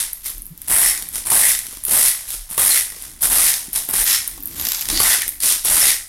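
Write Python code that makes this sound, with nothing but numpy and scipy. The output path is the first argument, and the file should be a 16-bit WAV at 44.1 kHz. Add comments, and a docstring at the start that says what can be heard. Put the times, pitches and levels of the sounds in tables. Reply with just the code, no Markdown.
"""A salt mill is twisted by hand in short rasping strokes: random fractures excite snap, rasp, body and crunch.
Strokes crunch coarsely first, then rasp finer and ring the body; salt sifts throughout.
Single crystals crack as decaying noise clicks, loose grains tick at random, narrow noise bands squeak briefly.
Hands rub as dull noise and bump as short sines; reflections of random sign form a brief kitchen tail.
Low rumble and a steady noise floor lie behind; a peak limiter flattens the loudest moments."""
import sys
import numpy as np
from scipy import signal
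from scipy.fft import rfft, irfft
from scipy.io import wavfile
from scipy.ndimage import uniform_filter1d, minimum_filter1d

SR = 44100
rng = np.random.default_rng(int(sys.argv[2]) if len(sys.argv) > 2 else 0)


def log_audio(samples):
    """Write samples as a 16-bit WAV file to the path given in sys.argv[1]."""
    # one column per channel
    frames = np.atleast_2d(samples).T
    # limit to full scale, then quantise
    limited = np.clip(frames, -1, 1)
    pcm = np.round(limited * 32767).astype(np.int16)
    wavfile.write(sys.argv[1], SR, pcm)


N = 268128

# Snap pitch of the crystals: t/s, f/Hz (before random spread)
SNAP_PITCH = [(0, 9900), (.2, 11400), (.55, 11000), (.72, 10450), (1.3, 10000), (1.8, 10660), (3.45, 10550),
              (3.75, 10400), (3.98, 10400), (4.1, 11400), (4.3, 9300), (4.45, 11900), (4.8, 11800),
              (4.92, 10800), (5.45, 10300), (5.78, 10500), (6.08, 10200)]
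# Snap colour: f/Hz, relative level/dB
SNAP_COLOUR = [(3000, -14), (6500, -12), (7600, -4.5), (8400, 0.5), (9200, -0.5), (10500, -1.5),
               (11700, -2), (13000, -1.5), (14500, -3), (16000, -12.5)]
# Body resonance colour: f/Hz, relative level/dB
BODY_COLOUR = [(500, -35), (1400, -14.5), (1680, -11), (1930, -3.5), (2150, -7.5), (2380, -11),
               (2800, -15.5), (8000, -39)]
# Rasp colour: f/Hz, relative level/dB
RASP_COLOUR = [(300, -32.5), (900, -14.5), (1500, -4), (2300, -3), (2900, -1.5), (4500, 0), (6300, 1.5),
               (7500, 2), (9000, -10), (11000, -13), (16000, -54)]
# Burr resonances: f/Hz, width/Hz, level over rasp colour/dB
BURR_MODES = [(3570, 830, -7), (4840, 320, -21), (5450, 1200, -8.5)]
# Coarse crunch colour: f/Hz, relative level/dB
CRUNCH_COLOUR = [(40, -38), (120, -4), (300, -6), (480, -3.5), (750, 4.5), (1000, 3), (1350, 2.5),
                 (1900, 0.5), (3500, -5.5), (9000, -26)]


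def grinding(snap_db=0.0, rasp_db=0.0, body_db=4.0, crunch_db=2.0, crowding=0.29, sliding=1.0,
             snap_width_hz=2500, snap_spread=0.015, body_width_hz=800, body_spread=0.12, uneven_db=1.52):
    """The same fractures snap, rasp on the burrs, ring the body and, while coarse, crunch."""
    snap, rasp, body, crunch = np.hypot(turning(), sifting())
    # salt packs unevenly: ring and crunch come and go
    body = body * gain_of(uneven_db * wander(samples=900))
    crunch = crunch * gain_of(uneven_db * wander(samples=900))
    # harder turning breaks more crystals per second
    effort = (snap / snap.max()) ** crowding
    force = fractures(per_s=1900 * effort, spread_db=2.0, crumble_s=0.0008)
    coarse = fractures(per_s=280 * effort, spread_db=5.0, crumble_s=0.0062)

    pitch_hz = np.interp(np.arange(N) / SR, *np.transpose(SNAP_PITCH))
    snap_hz = pitch_hz * (1 + snap_spread * wander(samples=70))
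    snap_clicks = splinters(force + 0.36 * coarse, patchy_db=-1.7)
    snaps = resonate(ring(snap_clicks, SNAP_COLOUR), snap_hz, snap_width_hz)

    # sliding powder adds an even rub
    rub = force + 0.78 * coarse + sliding * effort
    # body pitch shifts as the salt moves inside
    body_hz = 1980 * (1 + body_spread * wander(samples=500))
    rings = resonate(ring(splinters(rub, patchy_db=4.0), BODY_COLOUR), body_hz, body_width_hz)
    rasps = ring(rasp * splinters(rub, patchy_db=2.2), RASP_COLOUR, BURR_MODES)
    crunch_clicks = splinters(coarse + 0.5 * force, patchy_db=-1.5)
    crunches = ring(crunch * crunch_clicks, CRUNCH_COLOUR)

    out = gain_of(snap_db) * snap * snaps + gain_of(body_db) * body * rings
    return out + gain_of(rasp_db) * rasps + gain_of(crunch_db) * crunches


# Mill twists: start t/s, length/s, time to bite/s, snap level/dB, rasp level/dB, body level/dB,
# coarse crunch level/dB (levels before envelopes and layer gains)
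TWIST_STROKES = [(-0.03, 0.034, .01, -18.5, -25, -39, -47), (0.235, 0.026, 0.026, -22.5, -31, -49.5, -48),
                 (0.673, 0.22, 0.037, -15, -24.5, -31, -31), (1.127, 0.02, 0.031, -19.5, -28, -48, -43),
                 (1.247, .025, 0.017, -21, -34.5, -56, -37.5), (1.298, 0.21, 0.005, -14, -22.5, -31, -32),
                 (1.864, 0.22, 0.055, -14, -22.5, -34, -32), (2.264, 0.08, 0.026, -27, -34, -65, -51.5),
                 (2.49, 0.045, 0.015, -27.5, -40.5, -69, -44), (2.568, .21, 0.012, -15, -22, -32.5, -33.5),
                 (3.207, 0.04, 0.027, -13.5, -24.5, -56, -34), (3.269, .225, 0.049, -15, -21, -34, -30.5),
                 (3.728, 0.033, 0.033, -17, -25.5, -48, -40.5), (3.887, 0.015, .005, -26, -39, -53, -38.5),
                 (3.925, 0.092, 0.01, -17.5, -25.5, -36.5, -38.5),
                 (4.014, 0.13, 0.06, -17.5, -19, -32.5, -44.5),
                 (4.523, 0.23, 0.063, -31, -31.5, -51, -45.5), (4.888, 0.13, 0.012, -25, -26.5, -44, -40.5),
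                 (4.993, 0.15, 0.0037, -16, -19.5, -28.5, -33), (5.2, 0.017, 0.0088, -28, -29, -35.5, -60),
                 (5.401, 0.12, 0.033, -16, -20.5, -55, -42.5), (5.637, 0.043, 0.016, -17, -23.5, -54, -36),
                 (5.687, 0.21, 0.013, -15, -19, -30, -31.5)]


def turning(snap_fall_db_per_s=230, rasp_fall_db_per_s=190, body_fall_db_per_s=150,
            crunch_fall_db_per_s=210, rasp_growth_db_per_s=32, body_growth_db_per_s=55,
            fining_db_per_s=70, coarse_s=0.067):
    """Gains of snap, rasp, body, crunch: as salt grinds finer, crunch fades while rasp and ring grow."""
    gains = np.zeros((4, N))
    for start, length, bite, snap, rasp, body, crunch in TWIST_STROKES:
        age = np.clip(np.arange(N) / SR - start, 0, length)
        remaining = length - age
        fine_s = np.maximum(age - coarse_s, 0)
        levels_db = [
            snap + twist(start, length, bite, snap_fall_db_per_s),
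            rasp + twist(start, length, bite, rasp_fall_db_per_s) - rasp_growth_db_per_s * remaining,
            body + twist(start, length, bite, body_fall_db_per_s) - body_growth_db_per_s * remaining,
            crunch + twist(start, length, bite, crunch_fall_db_per_s) - fining_db_per_s * fine_s]
        now = slice(max(int(start * SR), 0), int((start + length + 0.5) * SR))
        gains[:, now] = np.maximum(gains[:, now], gain_of([level[now] for level in levels_db]))
    return gains


def twist(start, length, bite, fall_db_per_s, bite_db=17, silent_db=-200):
    """Relative level of one twist in dB: swells as the burrs bite, holds, dies when the hand stops."""
    t = np.arange(N) / SR - start
    swell_db = bite_db * np.minimum(t / max(bite, 1e-3) - 1, 0)
    return np.where(t < 0, silent_db, swell_db - fall_db_per_s * np.maximum(t - length, 0))


# Salt sifting between the burrs: t/s, level/dB (before layer gains)
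SIFTING_LEVEL = [(0, -47.5), (.35, -51), (.52, -62), (.66, -46), (0.98, -37), (1.11, -45), (1.24, -45),
                 (1.72, -39.5), (1.82, -45.5), (2.2, -39.5), (2.46, -49), (2.92, -43), (3.05, -39),
                 (3.17, -50.5), (3.58, -33.5), (3.7, -44.5), (4.25, -37.5), (4.42, -50.5), (4.65, -32.5),
                 (5.28, -40), (5.38, -52), (5.6, -41.5), (6.08, -53)]


def sifting(snap_db=3.0, rasp_db=-2.0, body_db=-19.0, crunch_db=-15.5):
    """Gains of snap, rasp, body and crunch for salt that only sifts."""
    return gain_of([[snap_db], [rasp_db], [body_db], [crunch_db]]) * follow(SIFTING_LEVEL)[0]


def fractures(per_s, spread_db, crumble_s):
    """Force of crystals giving way at random: many small, few large, each decaying briefly."""
    sizes = gain_of(spread_db * np.minimum(rng.exponential(1, N), 3.5))
    breaks = sizes * (rng.random(N) < per_s / SR)
    # powers add; amplitude decays by 1/e in crumble_s
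    return np.sqrt(signal.lfilter([1], [1, -np.exp(-2 / (crumble_s * SR))], breaks ** 2))


def splinters(force, patchy_db):
    """Tiny random clicks under a force of drifting strength, steadied in power."""
    patchy = gain_of(patchy_db * wander(samples=45))
    return steadied(force * patchy * rng.standard_normal(N))


# Single crystal cracks: t/s, tick level/dB, tick f/Hz, rasp level/dB, crunch level/dB
# (rms over 3 ms, before layer gains)
CRYSTAL_CRACKS = [(0.1319, -17, 11600, -49, -58), (0.3017, -23, 11800, -45, -45),
                  (0.381, -27, 11900, -47, -72), (0.4203, -25, 11200, -53, -72),
                  (0.4558, -31, 11500, -54, -72), (0.4657, -27.5, 11600, -53, -72),
                  (0.577, -31.5, 11700, -41, -59), (0.6176, -24.5, 11000, -37, -68),
                  (0.6828, -17, 11000, -26, -41), (0.9765, -24, 10400, -18.5, -50),
                  (1.024, -23, 10500, -22.5, -43), (1.088, -21.5, 10900, -39, -64),
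                  (1.1994, -30, 10300, -30, -48), (1.3056, -8, 9900, -20, -34),
                  (1.3177, -18, 10700, -17, -17.5), (1.55, -28, 10500, -12.5, -40),
                  (1.59, -17.5, 10400, -19.5, -49.5), (1.6674, -26, 11400, -26, -57),
                  (1.727, -31, 10800, -40, -41), (1.771, -30, 10800, -31, -38),
                  (1.8383, -19, 10700, -51, -45), (1.8514, -8.5, 10700, -23, -44),
                  (1.883, -21, 10700, -22, -31.5), (2.305, -22, 11600, -30.5, -51),
                  (2.5032, -32, 11000, -42, -62), (2.5792, -7, 10900, -9.5, -14),
                  (2.9014, -27, 10500, -46, -66), (2.9629, -37, 10000, -32, -41),
                  (3.023, -25, 10500, -50, -60), (3.221, -10, 11100, -40, -35),
                  (3.5395, -14, 11100, -7.5, -53), (3.7316, -16, 11660, -40, -46),
                  (3.851, -26, 11600, -48, -51), (3.889, -16.5, 11800, -45, -28),
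                  (3.899, -21, 11700, -44, -52), (3.91, -16, 12500, -42, -55),
                  (3.9368, -18, 12000, -27, -28), (4.041, -6, 12500, -29, -39),
                  (4.2767, -14, 11400, -36, -67), (4.3769, -35, 12700, -34.5, -38),
                  (4.4044, -31, 13900, -39, -64), (4.4256, -27, 12800, -43, -63),
                  (4.4348, -23, 12700, -46, -63), (4.4571, -18, 12100, -55, -56),
                  (4.474, -22, 12200, -54, -69), (4.5973, -22, 12200, -18, -61),
                  (4.612, -17, 12900, -27, -43), (4.6515, -16, 12200, -16, -42),
                  (4.6688, -19, 12000, -11.5, -30), (4.6875, -11, 12300, -11.5, -37),
                  (4.7196, -15, 12400, -12.5, -49), (4.7472, -27, 12600, -13, -51),
                  (4.7937, -28, 11800, -19, -54), (4.8107, -17, 12700, -21, -54),
                  (4.816, -25, 12400, -19, -51), (4.8227, -26, 11800, -18, -49),
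                  (4.855, -21.5, 11300, -20.5, -58), (4.8872, -16.5, 10000, -12.5, -31),
                  (4.9004, -13, 10100, -8, -24.5), (4.9741, -23, 10500, -8.5, -30),
                  (5.0011, -12.5, 10500, -26.5, -16), (5.2194, -14.5, 10300, -13.5, -44),
                  (5.2796, -15, 11000, -25.5, -41), (5.291, -14.5, 10800, -38, -66),
                  (5.4039, -20.5, 10500, -23, -52), (5.6489, -11, 10500, -31, -28.5)]
# Tick colour: f/Hz, relative level/dB
TICK_COLOUR = [(3000, -14.5), (7000, -10), (9000, 5), (11000, 2.5), (12200, 3.5), (13500, 7), (16000, 2.5)]
# Large crystal bursting, colour: f/Hz, relative level/dB
BURST_COLOUR = [(40, -6), (130, 1), (400, 5), (800, 0), (1150, 7.5), (1600, -17), (2200, -6.5),
                (3200, -4.5), (9000, -35)]


def cracks(tick_db=0.0, rasp_db=-5.5, crunch_db=0.0, split_s=0.00041, crumble_s=0.0024,
           crumble_share=0.6, crush_s=0.0039, width_hz=2500, peak_db=19.0):
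    """Crystals split and crumble, ticking at their own pitch and knocking the mill; pieces crush longer."""
    t, out = np.arange(500) / SR, np.zeros(N)
    window = 0.003 * SR
    noises = rng.standard_normal((len(CRYSTAL_CRACKS), len(t)))
    for (s, tick, hz, rasp, crunch), noise in zip(CRYSTAL_CRACKS, noises):
        split, crumble, crush = (noise * np.exp(-t / fade) for fade in (split_s, crumble_s, crush_s))
        parts = (ring(split + crumble_share * crumble, TICK_COLOUR, [(hz, width_hz, peak_db)]),
                 ring(crumble, RASP_COLOUR, BURR_MODES),
                 ring(crush, BURST_COLOUR))
        for part, db in zip(parts, (tick + tick_db, rasp + rasp_db, crunch + crunch_db)):
            add(out, s, gain_of(db) * part * np.sqrt(window / np.sum(part ** 2)))
    return out


def loose_grains(tick_db=-11.5, rasp_db=-17.5, crunch_db=-21.5, ground_db=-3.0):
    """Single grains tick at random: faintly while salt sifts, harder while the burrs turn."""
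    drops = evened(fractures(per_s=45, spread_db=4.0, crumble_s=0.00097) * rng.standard_normal(N))
    drops = drops * (follow(SIFTING_LEVEL)[0] + gain_of(ground_db) * turning()[1])
    ticks = gain_of(tick_db) * ring(drops, TICK_COLOUR, [(11300, 5300, 26)])
    rasps = gain_of(rasp_db) * ring(drops, RASP_COLOUR, BURR_MODES)
    return ticks + rasps + gain_of(crunch_db) * ring(drops, BURST_COLOUR)


# Crystals sticking and slipping on the burrs: middle t/s, length/s, f/Hz, width/Hz,
# level/dB (rms before the Hann fade)
STICK_SLIPS = [(0.884, 0.12, 5380, 300, -27), (2.717, 0.053, 4210, 300, -23.5),
               (4.142, 0.16, 5400, 330, -28.5), (4.5, 0.11, 4400, 250, -64), (4.954, .08, 4050, 350, -30),
               (4.987, 0.16, 4630, 450, -24), (5.825, 0.03, 5420, 300, -20), (5.92, 0.03, 3700, 350, -27)]


def squeaks():
    """Uneven slips, as narrowband noise, pump one resonance for a moment."""
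    out = np.zeros(N)
    for s, length, hz, width, db in STICK_SLIPS:
        t = np.arange(0, length, 1 / SR)
        lowpass = signal.butter(2, width / 2, fs=SR)
        slips = signal.lfilter(*lowpass, rng.standard_normal((2, SR)))[:, -len(t):]
        tone = evened(((slips[0] + 1j * slips[1]) * np.exp(2j * np.pi * hz * t)).real)
        add(out, s - length / 2, gain_of(db) * np.hanning(len(t)) * tone)
    return out


# Hands rubbing on the mill: t/s, level/dB
RUBBING_LEVEL = [(.1, -71), (.32, -53), (.6, -53.5), (1.15, -50), (1.6, -57), (2.45, -72), (3.1, -52),
                 (4.25, -52), (4.62, -39), (4.79, -61), (4.93, -30), (5.0, -44), (5.35, -56), (6.08, -62)]
# Grip colour: f/Hz, relative level/dB
GRIP_COLOUR = [(30, -15.5), (60, 6), (100, -0.5), (160, -3), (230, -3), (310, 0), (390, -11), (700, -22.5),
               (2000, -23.5)]
# Soft hand bumps: t/s, peak level/dB, f/Hz, length/s
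HAND_BUMPS = [(0.495, -32.5, 157, 0.048), (1.682, -39, 263, 0.0087), (2.505, -37, 192, 0.016),
              (3.681, -29, 230, 0.008), (4.385, -37.5, 293, 0.031), (4.914, -24, 308, 0.038),
              (4.952, -29, 320, 0.03)]


def hands(rub_db=0.0, push_db=-4.5):
    """Grip rubs as dull noise, louder at each push; soft bumps are Hann-shaped sines."""
    push = pushing(rise_s=0.0033, ease_db_per_s=130, release_db_per_s=150)
    level = np.hypot(gain_of(rub_db) * follow(RUBBING_LEVEL)[0], gain_of(push_db) * push)
    out = ring(level * rng.standard_normal(N), GRIP_COLOUR)
    for s, db, hz, length in HAND_BUMPS:
        t = np.arange(0, length, 1 / SR)
        add(out, s, gain_of(db) * np.hanning(len(t)) * np.sin(2 * np.pi * hz * t))
    return out


def pushing(rise_s, ease_db_per_s, release_db_per_s):
    """Push of the hands: hardest as a twist breaks into coarse crystals, then easing."""
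    t, out = np.arange(SR // 2) / SR, np.zeros(N)
    for start, length, bite, *_, crunch in TWIST_STROKES:
        ease_db = ease_db_per_s * np.maximum(t - bite, 0)
        release_db = release_db_per_s * np.maximum(t - length, 0)
        rise = np.minimum(t / (bite + rise_s), 1)
        add(out, start, rise * gain_of(crunch - ease_db - release_db))
    return out


# Kitchen decay: f/Hz, t60/s
KITCHEN_DECAY = [(250, 0.14), (660, 0.49), (1800, 0.12), (4600, 0.34), (10000, 0.39), (16000, 0.35)]


def kitchen(x, spacing=20):
    """Room tail: sparse reflections of random sign, each band dying at its own speed."""
    taps = np.zeros(SR)
    at = np.arange(200, SR - spacing, spacing)
    taps[at + rng.integers(0, spacing, len(at))] = rng.choice([-1., 1.], len(at))
    hz, t, z = signal.stft(taps, SR, nperseg=256)
    decay = gain_of(-60 * t / read(KITCHEN_DECAY, hz)[:, None])
    tail = signal.istft(z * decay, SR, nperseg=256)[1]
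    return signal.fftconvolve(x, tail / np.linalg.norm(tail))[:N]


# Low rumble swells: middle t/s, level/dB (before swell gain)
RUMBLE_SWELLS = [(.37, -35.5), (1.2, -38), (2.388, -41), (3.8, -53), (4.0, -31.5), (4.31, -36), (4.94, -32)]
# Room floor colour: f/Hz, relative level/dB
FLOOR_COLOUR = [(10, -13), (25, -2), (37, -1.5), (55, -11), (90, -15), (200, -28), (400, -54), (1000, -34),
                (4000, -39), (16000, -35)]


def background(rest_db=-58.5, push_db=-7.5, swell_db=-1.5, swell_s=0.18, floor_db=-47):
    """Low rumble noise rises with each push and swells now and then, over a steady noise floor."""
    push = pushing(rise_s=0.02, ease_db_per_s=43, release_db_per_s=200)
    level = gain_of(rest_db) + gain_of(push_db) * push
    for s, db in RUMBLE_SWELLS:
        add(level, s - swell_s / 2, gain_of(db + swell_db) * np.hanning(int(swell_s * SR)))
    # f/Hz, relative level/dB
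    rumble_colour = [(8, -42), (24, 4.0), (37, 20.5), (52, -9), (80, -13), (200, -63), (1000, -90)]
    return level * wash(rumble_colour) + gain_of(floor_db) * wash(FLOOR_COLOUR)


def wash(colour):
    """Steady noise of a given colour, rms 1."""
    spectrum = rfft(rng.standard_normal(N))
    return evened(irfft(spectrum * gain_of(read(colour, np.fft.rfftfreq(N, 1 / SR))), N))


def ring(x, colour, modes=(), size=4096):
    """Causal minimum-phase filter of unit energy: a broad colour with resonances standing on it."""
    hz = abs(np.fft.fftfreq(size, 1 / SR))
    peaks = sum(gain_of(db) / (1 + (2 * (hz - f) / width) ** 2) for f, width, db in modes)
    log_gain = np.log(gain_of(read(colour, hz)) * (1 + peaks))
    response = np.fft.ifft(np.exp(np.conj(signal.hilbert(log_gain)))).real[:size // 2]
    return signal.oaconvolve(x, response / np.linalg.norm(response))[:N]


def resonate(x, hz, width_hz):
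    """A resonance that follows the curve hz; the result has rms 1."""
    turn = np.exp(2j * np.pi * np.cumsum(hz) / SR)
    r = np.exp(-np.pi * width_hz / SR)
    return evened((turn * signal.lfilter([1 - r], [1, -r], x / turn)).real)


def wander(samples):
    """Random drift of rms 1: noise averaged twice over a sample window."""
    return evened(uniform_filter1d(uniform_filter1d(rng.standard_normal(N), samples), samples))


def steadied(x, samples=700):
    """Holds the power of a click train near 1, leaving its grain."""
    return x / np.sqrt(abs(uniform_filter1d(x ** 2, samples)) + 1e-6)


def evened(x):
    """Scales to rms 1."""
    return x / np.sqrt(np.mean(x ** 2) + 1e-20)


def gain_of(db):
    """Decibels to an amplitude factor."""
    return 10 ** (np.asarray(db) / 20)


def read(points, hz):
    """Reads a table on a log-frequency axis."""
    f, value = np.transpose(points)
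    return np.interp(np.log(hz + 1), np.log(f + 1), value)


def follow(rows):
    """Each dB column of a curve as a gain for every sample."""
    s, *columns = np.transpose(rows)
    return [gain_of(np.interp(np.arange(N) / SR, s, c)) for c in columns]


def add(mix, s, sound):
    """Mixes a sound in at time s, or at 0 if s is negative."""
    part = mix[max(round(s * SR), 0):][:len(sound)]
    part += sound[:len(part)]


def scene(room_db=-7.0, count=6, changes_per_s=24):
    """Mill and hands in the kitchen; each break radiates its own way, so the reflections keep changing."""
    mill = grinding() + cracks() + loose_grains() + squeaks() + hands()
    # crossfade cyclically through several random tails
    place = np.arange(N) / SR * changes_per_s
    room = np.zeros(N)
    for k in range(count):
        distance = np.minimum(abs((place - k + 1) % count - 1), 1)
        room += kitchen(mill * np.cos(np.pi / 2 * distance))
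    return (mill + gain_of(room_db) * room + background())[None]


def record(dry, ceiling_db=-1.8, recovery_db_per_s=610.0, edge_hz=16030):
    """Fast look-ahead peak limiter with linear dB recovery, then a lowpass band limit."""
    over_db = np.maximum(20 * np.log10(abs(dry[0]) + 1e-9) - ceiling_db, 0)
    fall_db = np.arange(N) * recovery_db_per_s / SR
    held_db = np.maximum.accumulate(over_db + fall_db) - fall_db
    limited = dry * gain_of(uniform_filter1d(minimum_filter1d(-held_db, size=21), size=21))
    lowpass = signal.firwin(511, edge_hz, window=("kaiser", 9), fs=SR)
    return signal.oaconvolve(limited, lowpass[None], "same")


dry = scene()
out = record(dry)
log_audio(out)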